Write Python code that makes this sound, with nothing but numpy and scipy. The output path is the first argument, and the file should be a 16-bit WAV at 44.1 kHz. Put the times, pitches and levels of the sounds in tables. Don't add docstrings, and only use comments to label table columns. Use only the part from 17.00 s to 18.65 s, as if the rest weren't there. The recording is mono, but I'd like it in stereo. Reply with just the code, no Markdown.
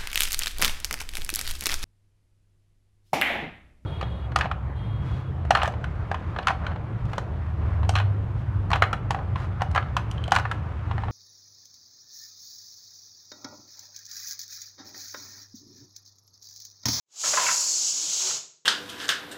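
import sys
import numpy as np
from scipy import signal
from scipy.fft import rfft, irfft
from scipy.io import wavfile

SR = 44100
rng = np.random.default_rng(int(sys.argv[2]) if len(sys.argv) > 2 else 0)


def unload_audio(sound):
    columns = np.transpose(np.atleast_2d(sound))
    steps = np.round(np.clip(columns, -1, 1) * 32767)
    wavfile.write(sys.argv[1], SR, steps.astype(np.int16))


N = 72765
T = np.arange(N) / SR


def from_db(db):
    return 10 ** (np.asarray(db) / 20)


def rms_one(x):
    return x / np.sqrt(np.mean(x ** 2, axis=-1, keepdims=True) + 1e-20)


def in_time(rows):
    s, *columns = np.transpose(rows)
    return [np.interp(T, s, c) for c in columns]


def level(rows):
    return from_db(in_time(rows)[0])


def during(rows):
    return (T > rows[0][0]) * (T < rows[-1][0])


def pan(db):
    return from_db(np.array([[db], [-db]]) / 2)


def coloured(spectrum):
    hz, db = np.transpose(spectrum)
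    f = np.maximum(np.arange(N // 2 + 1) * SR / N, 1)
    gain = from_db(np.interp(np.log(f), np.log(hz), db))
    above = 1 + (f / (2 * hz[-1])) ** 6
    below = 1 + (hz[0] / (2 * f)) ** 6
    gain /= np.sqrt(above * below)
    return rms_one(irfft(rfft(rng.standard_normal(N)) * gain, N))


def stereo_noise(spectrum, likeness):
    shared = coloured(spectrum)
    separate = np.array([coloured(spectrum), coloured(spectrum)])
    return np.sqrt(likeness) * shared + np.sqrt(1 - likeness) * separate


def drift(hz):
    r = np.exp(-2 * np.pi * hz / SR)
    return rms_one(signal.lfilter([1], [1, -2 * r, r * r], rng.standard_normal(2 * N))[N:])


def dying(start, t60):
    return (T >= start) * np.exp(-np.log(1000) * np.maximum(T - start, 0) / t60)


def ring(start, hz, t60):
    rise_s = .0008
    age = np.maximum(T - start, 0)
    return (1 - np.exp(-age / rise_s)) * dying(start, t60) * np.sin(2 * np.pi * hz * age)


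def in_room(x, wet_db):
    t60_s, treble_t60_s, treble_hz, gap_s = 0.43, .3, 8720, .004
    white = rng.standard_normal((2, N))
    low = signal.sosfilt(signal.butter(6, treble_hz, "low", fs=SR, output="sos"), white)
    high = signal.sosfilt(signal.butter(6, treble_hz, "high", fs=SR, output="sos"), white)
    decay = dying(gap_s, t60_s)
    tail = low * decay + high * dying(gap_s, treble_t60_s)
    tail /= np.sqrt(np.sum(decay ** 2))
    return x + from_db(wet_db) * signal.fftconvolve(x, tail, axes=-1)[:, :N]


def rumble():
    # (time [s], level [dB])
    rumble_curve = [(.06, -100), (.11, -85), (.22, -81), (.3, -60), (.72, -69), (.85, -60.5), (1.0, -60.5),
                    (1.2, -68), (1.38, -58), (1.48, -70.5), (1.65, -84)]
    # (frequency [Hz], relative density [dB per Hz])
    rumble_spectrum = [(30, -30), (70, -34), (110, -3.5), (150, -1), (220, -11.5), (400, 1.5), (700, -19.5)]
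    started = T > rumble_curve[0][0]
    return level(rumble_curve) * started * stereo_noise(rumble_spectrum, likeness=0.86)


def bumps():
    # (time [s], level [dB])
    thuds = [(.25, -60), (.285, -50), (.47, -51), (.65, -57), (1.073, -52), (1.293, -46), (1.335, -58)]
    # (frequency [Hz], relative density [dB per Hz])
    thud_spectrum = [(25, -19.5), (65, -19.5), (115, -6.5), (180, -1.5), (280, -20), (600, -28.5)]
    attack_s, t60_s = 0.017, 0.18
    envelope = 0
    for s, db in thuds:
        attack = np.clip((T - s) / attack_s, 0, 1)
        envelope = envelope + from_db(db) * attack * dying(s, t60_s)
    return envelope * stereo_noise(thud_spectrum, likeness=0.8)


def hum():
    # (time [s], pitch [Hz], level [dB])
    hum_curve = [(.58, 354, -62), (.65, 342.9, -66.5), (.72, 330.4, -60), (.79, 340.4, -59),
                 (.87, 273.7, -73), (.97, 278.8, -59.5), (1.08, 322.7, -67), (1.16, 341, -59),
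                 (1.21, 367, -56), (1.27, 373.8, -45.5), (1.31, 374.8, -56.5), (1.36, 385, -60)]
    flicker_db, flicker_hz = 2.5, 14
    hz, db = in_time(hum_curve)
    loudness = from_db(db + flicker_db * drift(flicker_hz))
    wavering_hz = hz * (1 + 0.0099 * drift(30))
    tone = np.sqrt(2) * np.sin(2 * np.pi * np.cumsum(wavering_hz) / SR)
    return loudness * tone * during(hum_curve) * pan(1.2)


def rub():
    # (time [s], level [dB])
    rub_curve = [(.06, -101.5), (.13, -69), (.228, -52.5), (.245, -38), (.33, -37.5), (.4, -34),
                 (.52, -37.5), (.57, -45.5), (.7, -48.5), (.9, -52.5), (1.1, -50), (1.23, -45.5),
                 (1.3, -42), (1.37, -48.5), (1.45, -64), (1.65, -105)]
    # (frequency [Hz], relative density [dB per Hz])
    rub_spectrum = [(30, -32.5), (65, -44), (120, -12), (200, -14.5), (330, -11), (450, -4), (590, 1.5),
                    (750, -0.5), (1000, 0), (1400, -1.5), (1850, -6.5), (2400, -1.5), (3500, -2),
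                    (6000, -23)]
    return level(rub_curve) * stereo_noise(rub_spectrum, likeness=0.99) * pan(-3)


def scrape():
    # (time [s], level [dB])
    scrape_curve = [(.1, -79), (.25, -41), (.34, -33.5), (.38, -35), (.5, -37), (.57, -38), (.7, -70),
                    (.95, -60), (1.15, -53), (1.29, -39.5), (1.38, -60), (1.45, -79.5)]
    # (frequency [Hz], relative density [dB per Hz])
    scrape_spectrum = [(1500, 5.5), (2500, -26), (5000, 10.5), (7400, 4), (8400, -7), (10500, -8.5),
                       (13000, -31), (15800, -37.5)]
    return level(scrape_curve) * stereo_noise(scrape_spectrum, likeness=0.18) * during(scrape_curve)


def piston():
    rough_db, rough_hz = 1, 60
    grip = from_db(rough_db * drift(rough_hz))
    return grip * (rub() + scrape()) + hum()


def off_axis(x):
    lag_s = .0001
    return np.array([x[0], np.interp(T - lag_s, T, x[1])])


def knocks():
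    # (time [s], relative level of modes and clatter [dB],
    # brightest pitch [Hz], spread [octaves], barrel ring [dB], left minus right [dB])
    hits = [(.237, -25.5, 1400, 0.48, -58, -4), (0.238, -27.5, 590, 0.21, -57, -2),
            (.259, -24.5, 1450, 0.54, -44, -0.5), (.335, -16, 560, 0.12, -58, 5),
            (.339, -17.5, 1630, .12, -61.5, 5), (.3725, -13.5, 1557, 0.61, -22, 4),
            (.381, -22, 620, .4, -49, 4), (0.398, -18.5, 1660, 0.15, -57.5, 4.5),
            (.413, -21, 1880, 0.72, -30.5, 5.5), (.432, -26, 1690, 0.69, -54, 13.5),
            (.464, -13.5, 2500, 0.77, -40.5, -2), (.484, -19, 1650, 0.68, -57, 8.5),
            (.488, -14.5, 1540, 0.38, -35.5, 8), (.511, -19.5, 1650, 0.59, -42.5, 6.5),
            (1.306, -30, 1350, 0.17, -66, -8)]
    # (frequency [Hz], relative level [dB], t60 [s])
    rod_modes = [(575, -1, 0.036), (616, -2, 0.05), (870, -27, 0.14), (964, -6, 0.21), (1170, -8, 0.023),
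                 (1363, -1.5, 0.036), (1524, -10.5, 0.044), (1680, -14, 0.11), (1770, -11, 0.047),
                 (2240, -13, .06), (2650, -7, 0.062), (2800, -10, 0.034)]
    # (frequency [Hz], relative level [dB], t60 [s])
    barrel_modes = [(1023, 0, 0.35), (1041, -2.5, 0.24), (958, -19, 0.69)]
    # (frequency [Hz], relative density [dB per Hz])
    clatter_spectrum = [(100, -19), (300, -12.5), (550, -9), (1300, 9.5), (2700, 6), (4000, -19),
                        (8000, -29.5), (15000, -43)]
    modes_db, clatter_db, clatter_t60_s = -2.5, -10.5, 0.087
    contact_s = 0.002014
    mode_scatter = 0.22
    waver_db, waver_hz, low_cut_hz = 0.7, 40.2, 450

    out = np.zeros((2, N))
    waver = from_db(waver_db * drift(waver_hz))
    for s, db, hz, octaves, ring_db, side_db in hits:
        body = 0
        for f, mode_db, t60 in rod_modes:
            nearness = np.exp(-.5 * (np.log2(f / hz) / octaves) ** 2)
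            strength = from_db(mode_db) * nearness * rng.normal(1, mode_scatter, (2, 1))
            body = body + strength * ring(s + contact_s * rng.random(), f, t60)

        near = signal.butter(1, [hz / 1.55, hz * 1.53], "band", fs=SR, output="sos")
        rattle = signal.sosfilt(near, stereo_noise(clatter_spectrum, likeness=0.44))
        clatter = rms_one(rattle) * dying(s, clatter_t60_s)

        barrel = waver * sum(from_db(ring_db + mode_db) * ring(s, f, t60) for f, mode_db, t60 in barrel_modes)
        contact = from_db(db) * (from_db(modes_db) * body + from_db(clatter_db) * clatter)
        out += pan(side_db) * (contact + barrel)
    low_cut = signal.butter(2, low_cut_hz, "high", fs=SR, output="sos")
    return off_axis(signal.sosfilt(low_cut, out))


def whistles():
    # (start [s], length [s], pitch [Hz], relative level [dB])
    tones = [(.4, 0.11, 6340, -32), (0.686, 0.082, 4370, -28.5), (.87, 0.17, 6900, -36)]
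    width_hz = 45
    out = 0
    for s, length, hz, db in tones:
        swell = np.sin(np.pi * np.clip((T - s) / length, 0, 1))
        phase = 2 * np.pi * hz * T
        tone = drift(width_hz) * np.sin(phase) + drift(width_hz) * np.cos(phase)
        out = out + from_db(db) * swell * tone
    return out


def air_jet():
    # (time [s], level [dB])
    flow_curve = [(.06, -91.5), (.1, -67.5), (.125, -53), (.204, -27.5), (.265, -19.5), (.39, -22.5),
                  (.5, -19.5), (.65, -20), (.76, -20.5), (.83, -21), (.89, -20), (.93, -24), (1.09, -23.5),
                  (1.16, -22.5), (1.29, -21), (1.35, -24.5), (1.41, -38.5), (1.5, -75)]
    # (time [s], level [dB])
    treble_curve = [(.1, -19), (.25, -18), (.45, -16.5), (.6, -16.5), (.75, -22), (.95, -22.5),
                    (1.12, -19.5), (1.3, -22), (1.42, -22.5)]
    # (time [s], level [dB])
    lower_curve = [(.1, -10), (.25, -15), (.47, -16.5), (.58, -24), (.72, -22.5), (.82, -16.5), (.9, -17),
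                   (1.08, -11.5), (1.3, -12.5)]
    # (frequency [Hz], relative density [dB per Hz])
    left_spectrum = [(2500, -22), (3700, -2.5), (4400, -0.5), (5600, -1.5), (6800, -2.5), (7600, -3.5),
                     (8300, -24), (10500, -21), (12500, -36), (15800, -49.5)]
    right_spectrum = [(2500, -46), (3700, -31), (4250, -10.5), (5200, -6.5), (6000, -4.5), (6700, -1),
                      (7650, -5.5), (8100, -13), (8600, -29), (11000, -37), (15800, -51.5)]
    treble_spectrum = [(7000, -19.5), (8200, -6.5), (9000, 0), (11000, -2.5), (12800, -10), (15800, -10.5)]
    lower_spectrum = [(1500, -40), (2200, -11), (2900, 2), (3600, 2.5), (4100, 7.5), (5000, -36)]
    flutter_db, flutter_hz, sputter_db, sputter_hz = 0.53, 25, .5, 200
    left_db, lower_left_db = -25, -18.5

    unsteadiness = from_db(flutter_db * drift(flutter_hz) + sputter_db * drift(sputter_hz))
    flow = level(flow_curve) * unsteadiness
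    main = np.array([coloured(left_spectrum), coloured(right_spectrum)])
    treble = level(treble_curve) * stereo_noise(treble_spectrum, likeness=.1)
    lower = level(lower_curve) * stereo_noise(lower_spectrum, likeness=0.33)
    upper_jet = (flow * (main + treble) + whistles()) * from_db([[left_db], [0]])
    return upper_jet + flow * lower * from_db([[lower_left_db], [0]])


def scene():
    floor = in_room(rumble() + bumps(), wet_db=-16)
    sliding = in_room(piston(), wet_db=-5.5)
    knocking = in_room(knocks(), wet_db=-7.5)
    air = in_room(air_jet(), wet_db=-5.5)
    return floor + sliding + knocking + air


def record(dry):
    cutoff_hz = 15900
    return signal.sosfilt(signal.ellip(12, .1, 80, cutoff_hz, fs=SR, output="sos"), dry)


dry = scene()
out = record(dry)
unload_audio(out)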